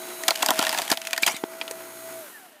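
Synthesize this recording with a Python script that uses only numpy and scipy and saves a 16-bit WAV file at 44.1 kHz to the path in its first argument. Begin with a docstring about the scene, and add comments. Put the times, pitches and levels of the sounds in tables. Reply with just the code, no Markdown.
"""A log snaps, crackles and tears apart on the wedge of an electric splitter, outdoors and close by.
Each fracture is a short burst that excites the resonances of the wood. One half drops onto gravel,
the other knocks against the steel frame. Behind them the motor and its gear pump hum at multiples
of the shaft speed, so their pitch sags under the load and falls as they finally run down."""
import sys
import numpy as np
from scipy import signal
from scipy.fft import rfft, irfft, next_fast_len
from scipy.io import wavfile
from scipy.ndimage import map_coordinates

SR = 44100
rng = np.random.default_rng(int(sys.argv[2]) if len(sys.argv) > 2 else 0)


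def unload_audio(sound):
    """Save the sound as a 16-bit wav file, at the path given as the first command line argument."""
    columns = np.transpose(np.atleast_2d(sound))
    # keep every value between -1 and 1, then stretch to whole-number steps
    steps = np.round(np.clip(columns, -1, 1) * 32767)
    wavfile.write(sys.argv[1], SR, steps.astype(np.int16))


N = 114660
T = np.arange(N) / SR
HIT = 4096  # samples in one impact
MAINS_HZ, PUMP_TEETH, SWITCH_OFF_S = 60, 11, 2.13

# Rotation of the shaft. Each row: time in seconds, turns per second.
SHAFT_SPEED = [(0, 59.28), (.25, 59.5), (.55, 58.32), (.72, 58.5), (.85, 60), (1.1, 59.5), (1.2, 60.44),
               (1.4, 59.55), (2.2, 59.52), (2.25, 54.28), (2.31, 44.67), (2.41, 35.22), (2.5, 29.7),
               (2.6, 26.14)]
# Mains hum. Each row: multiple of the mains frequency, relative level in dB.
MAINS_HARMONICS = [(6, -51.5)]
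# Tones of the running shaft, the coasting gears and the pump's whistles.
# Each row: multiple of the shaft speed, relative level in dB.
SHAFT_ORDERS = [(23, -60), (26, -62.5), (33, -58.5)]
GEAR_ORDERS = [(22, -49), (30, -58), (44, -54), (66, -62)]
WHISTLE_ORDERS = [(111, -52), (152, -53), (179, -54), (221, -59), (225, -65)]
# Envelopes of the sustained sounds. Each row: time in seconds, level in dB.
HUM_GAIN = [(0, 6), (.22, 3), (.4, -14), (1.5, -4.5), (2.2, 0), (2.26, -36)]
LOW_HUM_LEVEL = [(1.6, -76.5), (1.76, -64.5), (2.2, -62), (2.25, -93)]
FAN_LEVEL = [(0, -41), (.22, -39), (.4, -46), (.95, -57), (1.62, -43.5), (2.2, -43), (2.3, -48),
             (2.6, -57.5)]
OIL_LEVEL = [(0, -43), (.22, -41.5), (.34, -45.5), (1, -50), (1.6, -50.5), (1.82, -47.5), (2.2, -44),
             (2.32, -48), (2.6, -63)]
WHINE_LEVEL = [(0, -44), (.17, -52), (.28, -35), (.34, -46.5), (.4, -38), (.56, -35), (.72, -38),
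               (.85, -48), (1, -45), (1.2, -42.5), (1.38, -52.5), (1.47, -44), (1.8, -43), (1.95, -51),
               (2.08, -40.5), (2.22, -42.5), (2.27, -53), (2.3, -88)]
GRAVEL_LEVEL = [(1.2, -50), (1.235, -29), (1.258, -38), (1.28, -24.5), (1.32, -33), (1.375, -39.5),
                (1.41, -51), (1.5, -79)]
TEARING_LEVEL = [(.2, -54), (.29, -35), (.34, -39.5), (.45, -33), (.55, -34), (.6, -28.5), (.66, -32),
                 (.8, -30.5), (.89, -36.5), (.925, -23), (.96, -45), (1.2, -45.5), (1.25, -77)]
# Spectra of the noises; debris means splinters and stones. Each row: frequency in Hz, gain in dB.
FAN_SPECTRUM = [(25, -60), (80, -29), (140, -8.5), (230, 2.5), (350, 6), (520, -0.5), (800, 3), (1150, 1),
                (1450, 3.5), (1750, -3.5), (2100, -1.5), (3500, -9), (15000, -10.5)]
OIL_SPECTRUM = [(500, -19), (2500, -5), (4000, 2.5), (5500, -4), (6600, 0), (12000, 8.5), (15000, 0.5)]
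DEBRIS_SPECTRUM = [(60, -34.5), (220, 0), (480, -4), (800, 5.5), (1150, 0), (1600, 0), (2800, -1),
                   (5200, -5.5), (10000, -6), (15000, -11.5)]
SNAP_SPECTRUM = [(100, -51), (900, -20), (1500, 4), (2700, 3.5), (4900, 2.5), (5800, -11), (9000, -50),
                 (16000, -30)]
FIZZ_SPECTRUM = [(100, -80), (4000, -11.5), (5700, 2.5), (6500, 5), (8500, 3), (11000, -2), (15000, -2)]
# Resonances of the casing and the log. Each row: frequency in Hz, bandwidth in Hz, gain in dB.
CASING_MODES = [(704, 110, -4.5), (980, 52, -8), (1550, 110, 1), (1830, 150, 1), (2900, 280, 1.5)]
LOG_MODES = [(285, 90, -11), (678, 82, 2.5), (930, 152, 2), (1108, 190, -4.5), (1375, 120, -5),
             (1925, 100, -9)]
# The log jolting on the wedge, shifting and falling.
# Each row: start in seconds, level in dB, pitch in Hz, relative level of the hollow overtone in dB.
LOG_JOLTS = [(0.4263, -33, 280, 18.5), (0.59, -19, 297, -18), (0.913, -18.5, 296, -2),
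             (1.225, -27.5, 300, -9), (1.272, -35, 276, -13), (1.34, -31, 250, -5),
             (1.4352, -17, 344, -2.5), (1.708, -28, 457, -7)]
# Taps on the frame, clacks on the gravel and fibres snapping. Each row: start in seconds,
# rise in seconds, log body level in dB, snap level in dB, snap pitch in Hz, fizz level in dB.
FRAME_TAPS = [(1.613, 0.00032, -39, -27, 2600, -46), (1.6785, 0.00088, -42.5, -35, 2830, -44),
              (1.71, 0.001424, -52, -41, 1960, -32)]
GRAVEL_HITS = [(1.221, 0.0042, -41, -37, 1720, -26.5), (1.231, 0.0012, -57, -16, 2400, -29.5),
               (1.2635, 0.0011, -24.5, -21, 3160, -19.5), (1.274, 0.0028, -32, -20.5, 1430, -26.5),
               (1.277, 0.00205, -30, -22, 1040, -40), (1.317, 0.0021, -52, -50, 2980, -37),
               (1.363, 0.0038, -50, -36.5, 2250, -36)]
FRACTURES = [(0.2355, 0.00062, -44, -32, 1910, -33), (0.2814, 0.00023, -25.5, -19.5, 3500, -18),
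             (0.2844, 0.00024, -23, -19.5, 1090, -22), (0.3064, 0.00042, -23.5, -19.5, 4210, -25),
             (0.354, 0.0012, -58, -34.5, 2610, -39), (0.357, 0.0012, -49, -30, 2900, -31.5),
             (0.4232, 0.00082, -44, -25.5, 2680, -31.5), (0.426, 0.0017, -21.5, -23, 3420, -22),
             (0.4612, 0.00069, -27.5, -24.5, 5060, -22), (0.4855, 0.0016, -21, -22.5, 3270, -27),
             (0.505, 0.00082, -18.5, -22.5, 3180, -20), (0.5895, 0.0024, -23.5, -21, 1367, -23.5),
             (0.613, 0.00041, -30, -28.5, 3040, -43), (0.6255, 0.00039, -26.5, -26, 3060, -27.5),
             (0.6372, 0.0013, -43, -29, 1670, -38), (0.6496, 0.00039, -39, -28, 2760, -33),
             (0.6675, 0.00039, -31, -23, 1840, -28.5), (0.6927, 0.00074, -33, -24.5, 5000, -29),
             (0.7265, 0.0018, -28, -29, 2600, -30.5), (0.746, 0.00089, -29.5, -28, 1710, -35),
             (0.7745, 0.002, -31, -29, 2640, -31), (0.7835, 0.0041, -23.5, -25.5, 3320, -27),
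             (0.818, 0.00079, -47, -31, 4840, -31), (0.878, 0.0005, -51, -32.5, 3330, -36),
             (0.899, 0.004, -33.5, -26.5, 1740, -24), (0.9135, 0.0039, -22.5, -19, 5000, -22),
             (0.9722, 0.0012, -37, -29.5, 3300, -34.5), (1.016, 0.00084, -58, -36, 2550, -37),
             (1.0505, 0.0012, -57, -38, 2520, -39.5), (1.07, 0.0019, -54, -29.5, 2520, -31),
             (1.108, 0.001, -53, -38, 2440, -38), (1.131, 0.00065, -31, -22, 2400, -26.5),
             (1.163, 0.0007, -83, -34, 1950, -37), (1.177, 0.0016, -34.5, -24.5, 1830, -28.5)]

TURNS = np.cumsum(np.interp(T, *np.transpose(SHAFT_SPEED))) / SR
SHAFT_ANGLE = 2 * np.pi * TURNS
COASTING_S = np.maximum(T - SWITCH_OFF_S, 0)


def amp(db):
    """Amplitude grows tenfold for every 20 dB."""
    return 10 ** (np.asarray(db) / 20)


def unit(x):
    """Normalisation to an rms of 1."""
    return x / np.sqrt(np.mean(x ** 2) + 1e-20)


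def curve(rows):
    """Linear interpolation of (seconds, value) points at every sample."""
    return np.interp(T, *np.transpose(rows))


def wobble(rate):
    """Smooth random modulation through `rate` knots a second."""
    return map_coordinates(rng.standard_normal(4096), [T * rate], mode="wrap")


def add(track, start_s, sound):
    """Superposition of a sound on a track."""
    i = max(0, round(start_s * SR))
    track[i:i + len(sound)] += sound[:N - i]


def coloured(x, spectrum):
    """Minimum-phase filtering: folding the cepstrum makes the response causal."""
    m = 2 * next_fast_len(len(x))
    hz, db = np.transpose(spectrum)
    gain = amp(np.interp(np.log(np.fft.rfftfreq(m, 1 / SR) + 1), np.log(hz), db))
    cepstrum = irfft(np.log(gain))
    cepstrum[1:m // 2] *= 2
    cepstrum[m // 2 + 1:] = 0
    return irfft(rfft(x, m) * np.exp(rfft(cepstrum)))[:len(x)]


def resonate(x, modes):
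    """Modal response: x drives damped resonators, summed with alternating signs."""
    m = 2 * next_fast_len(len(x))
    f = np.fft.rfftfreq(m, 1 / SR)
    response = sum((-1) ** k * amp(db) * 1j * f * width / (hz * hz - f * f + 1j * f * width)
                   for k, (hz, width, db) in enumerate(modes))
    return irfft(rfft(x, m) * response)[:len(x)]


def tone(phase, rough):
    """Random phase modulation roughens a sinusoid of rms 1."""
    return np.sqrt(2) * np.sin(phase + rng.uniform(0, 2 * np.pi) + rough * wobble(45))


def rasp(locked):
    """Periodicity makes a comb spectrum: the share `locked` of the noise power repeats every turn."""
    pattern = unit(irfft(np.exp(2j * np.pi * rng.random(450)), 8192))
    repeating = map_coordinates(pattern, [TURNS % 1 * len(pattern)], mode="wrap")
    return np.sqrt(locked) * repeating + np.sqrt(1 - locked) * rng.standard_normal(N)


def mains_hum():
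    """Harmonics of the supply hold their pitch at any shaft speed and fade after switch-off."""
    phase = 2 * np.pi * MAINS_HZ * T
    upper = sum(amp(db) * tone(k * phase, rough=0.17) for k, db in MAINS_HARMONICS)
    low = tone(2 * phase, rough=0.1)
    return amp(curve(HUM_GAIN)) * upper + amp(curve(LOW_HUM_LEVEL)) * low


def fan():
    """Amplitude modulation: the fan's rush swells once in every turn."""
    level = amp(curve(FAN_LEVEL) + 1.2 * wobble(24.8))
    swell = 1 + 0.25 * np.sin(SHAFT_ANGLE)
    return level * swell * unit(coloured(rasp(locked=0.35), FAN_SPECTRUM))


def hydraulics():
    """Flow noise pulses with the shaft; thin whistles sing until the oil pressure drops."""
    def whistle(order):
        return np.sqrt(2) * np.sin(order * SHAFT_ANGLE + 0.8 * wobble(40))

    flow_db = curve(OIL_LEVEL)
    pressure = amp(-130 * COASTING_S)
    hiss_level = amp(flow_db + 0.73 * wobble(10.165))
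    hiss = hiss_level * unit(coloured(rasp(locked=0.8 * np.sqrt(pressure)), OIL_SPECTRUM))
    whistles = sum(amp(db) * whistle(k) for k, db in WHISTLE_ORDERS)
    whistles *= pressure * amp(flow_db - flow_db.max())
    squeal = amp(-53) * np.clip((0.27 - T) * 20, 0, 1) * whistle(66)  # ends as the log first gives
    return hiss + whistles + squeal


def running_tones():
    """Rotational harmonics: the pump's tooth tone and the shaft orders follow the speed."""
    whine_level = amp(curve(WHINE_LEVEL) + 1.1 * wobble(29.86))
    whine = whine_level * tone(PUMP_TEETH * SHAFT_ANGLE, rough=0.12)
    orders = sum(amp(db) * tone(k * SHAFT_ANGLE, rough=0.33) for k, db in SHAFT_ORDERS)
    return whine + amp(-70 * COASTING_S) * orders


def coasting_gears():
    """Forced vibration: the slowing gears sweep their tones down through the casing's resonances."""
    tones = sum(amp(db + 5.5 * wobble(22)) * tone(k * SHAFT_ANGLE, rough=0.57) for k, db in GEAR_ORDERS)
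    envelope = np.minimum(COASTING_S / 0.12, 1) ** 2 * amp(-12.5 * COASTING_S)
    return envelope * resonate(tones + amp(-43) * rasp(locked=0.79), CASING_MODES)


def crackle(level, rate, spread_db, ring_hz, ring_t60, ring_db, bed_db):
    """Shot noise: `rate` random ticks a second, each with its own short ring, over a bed of noise."""
    t = np.arange(900) / SR
    count = int(rate * N / SR)
    when, size, pitch = rng.random((count, 3)).T
    hz = ring_hz * 2 ** (2.4 * (pitch[:, None] - 0.5))  # spread over 2.4 octaves
    ring = np.sin(2 * np.pi * hz * t) * amp(-60 * t / ring_t60)
    tick = rng.standard_normal((count, len(t))) * amp(-60 * t / 0.004)
    strength = amp(spread_db * np.minimum(-np.log(1 - size), 3))
    grains = (tick + amp(ring_db) * ring) * strength[:, None]
    positions = (when * N).astype(int)[:, None] + np.arange(len(t))
    ticks = unit(np.bincount(positions.ravel(), grains.ravel(), N)[:N])
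    bed = amp(bed_db) * rng.standard_normal(N)
    return amp(curve(level)) * unit(coloured(ticks + bed, DEBRIS_SPECTRUM))


def burst(rise, t60, tail_db, tail_t60, spiky, click_db=12):
    """Two-stage decay: tiny breaks swell to one sharp click, die fast and leave a weak tail."""
    t = np.arange(HIT) / SR
    after = np.maximum(t - rise, 0)
    breaks = rng.standard_normal(HIT) * np.exp(spiky * np.clip(rng.standard_normal(HIT), -2, 2))
    click = amp(click_db) * np.sinc((t - rise) * SR)
    swell = np.minimum(t / rise, 1) ** 0.9
    decay = amp(-60 * after / t60) + amp(tail_db - 60 * after / tail_t60)
    return (breaks + click) * swell * decay


def blows(rows, body_t60, snap_t60, fizz_t60, ring_db, ring_width_hz, **texture):
    """Impulsive excitation: each blow booms in the log, snaps at its own pitch and sprays treble."""
    out = np.zeros(N)
    scale = np.sqrt(0.01 * SR / HIT)  # levels are rms with the energy taken over 10 ms
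    for start, rise, body_db, snap_db, hz, fizz_db in rows:
        body = unit(resonate(burst(2 * rise, body_t60, click_db=16, **texture), LOG_MODES))
        crack = unit(coloured(burst(rise, snap_t60, **texture), SNAP_SPECTRUM))
        width = max(ring_width_hz, hz * hz / 40000)  # high snaps ring less
        ring = unit(resonate(crack, [(hz, width, 0)]))
        snap = unit(crack + amp(ring_db) * ring)
        fizz = unit(coloured(burst(rise, fizz_t60, **texture), FIZZ_SPECTRUM))
        add(out, start, scale * (amp(body_db) * body + amp(snap_db) * snap + amp(fizz_db) * fizz))
    return out


def frame_taps():
    """Damped impacts: one half knocks on the steel frame and barely rings."""
    return blows(FRAME_TAPS, body_t60=0.022, snap_t60=0.024, fizz_t60=0.019,
                 ring_db=-1.5, ring_width_hz=320, tail_db=-11, tail_t60=0.056, spiky=0.087)


def gravel_landing():
    """Collisions: the loose half strikes the gravel and the scattered stones clink."""
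    clacks = blows(GRAVEL_HITS, body_t60=0.13, snap_t60=0.018, fizz_t60=0.037,
                   ring_db=1, ring_width_hz=100, tail_db=-18, tail_t60=0.044, spiky=0.94)
    stones = crackle(GRAVEL_LEVEL, rate=800, spread_db=4,
                     ring_hz=4604, ring_t60=0.05, ring_db=-2, bed_db=-2)
    return clacks + stones


def log_thuds():
    """A long, soft contact favours low frequencies: a few cycles, a hollow overtone and a scuff."""
    out, t = np.zeros(N), np.arange(HIT) / SR
    rise_s, hollow_hz = 0.0039, 860
    scuff_spectrum = [(100, -15), (400, -7), (2300, -3), (4500, -18.5), (15000, -33)]
    pulse = (t / rise_s * np.exp(1 - t / rise_s)) ** 5.6
    for start, db, hz, hollow_db in LOG_JOLTS:
        low = pulse * np.sin(2 * np.pi * hz * t)
        hollow = amp(hollow_db) * pulse ** 2 * np.sin(2 * np.pi * hollow_hz * t)
        scuff = amp(-10.5) * pulse * unit(coloured(rng.standard_normal(HIT), scuff_spectrum))
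        add(out, start, amp(db) * (low + hollow + scuff))
    return out


def splitting_log():
    """Fracture releases elastic energy: large fibres snap singly, small ones tear in a dense crackle."""
    cracks = blows(FRACTURES, body_t60=0.04, snap_t60=0.013, fizz_t60=0.011,
                   ring_db=-2, ring_width_hz=43, tail_db=-12, tail_t60=0.052, spiky=0.42)
    fibres = crackle(TEARING_LEVEL, rate=900, spread_db=2.5,
                     ring_hz=2910, ring_t60=0.0067, ring_db=-10.5, bed_db=-6)
    return cracks + fibres


def scene():
    """Superposition: the sound pressures of wood and machine add at one microphone."""
    wood = splitting_log() + log_thuds() + gravel_landing() + frame_taps()
    machine = mains_hum() + fan() + hydraulics() + running_tones() + coasting_gears()
    return (wood + machine)[None]


def record(dry):
    """Saturation and band limiting: a small microphone rounds peaks and loses bass and top treble."""
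    ceiling, bottom_hz, top_hz = 0.72, 130, 15400
    rounded = dry / (1 + np.abs(dry / ceiling) ** 4) ** (1 / 4)
    thinned = signal.sosfilt(signal.butter(2, bottom_hz, "high", fs=SR, output="sos"), rounded)
    m = next_fast_len(N + 8192)
    lowpass = 1 / (1 + (np.fft.rfftfreq(m, 1 / SR) / top_hz) ** 100)
    return irfft(rfft(thinned, m) * lowpass, m)[:, :N]


dry = scene()
out = record(dry)
unload_audio(out)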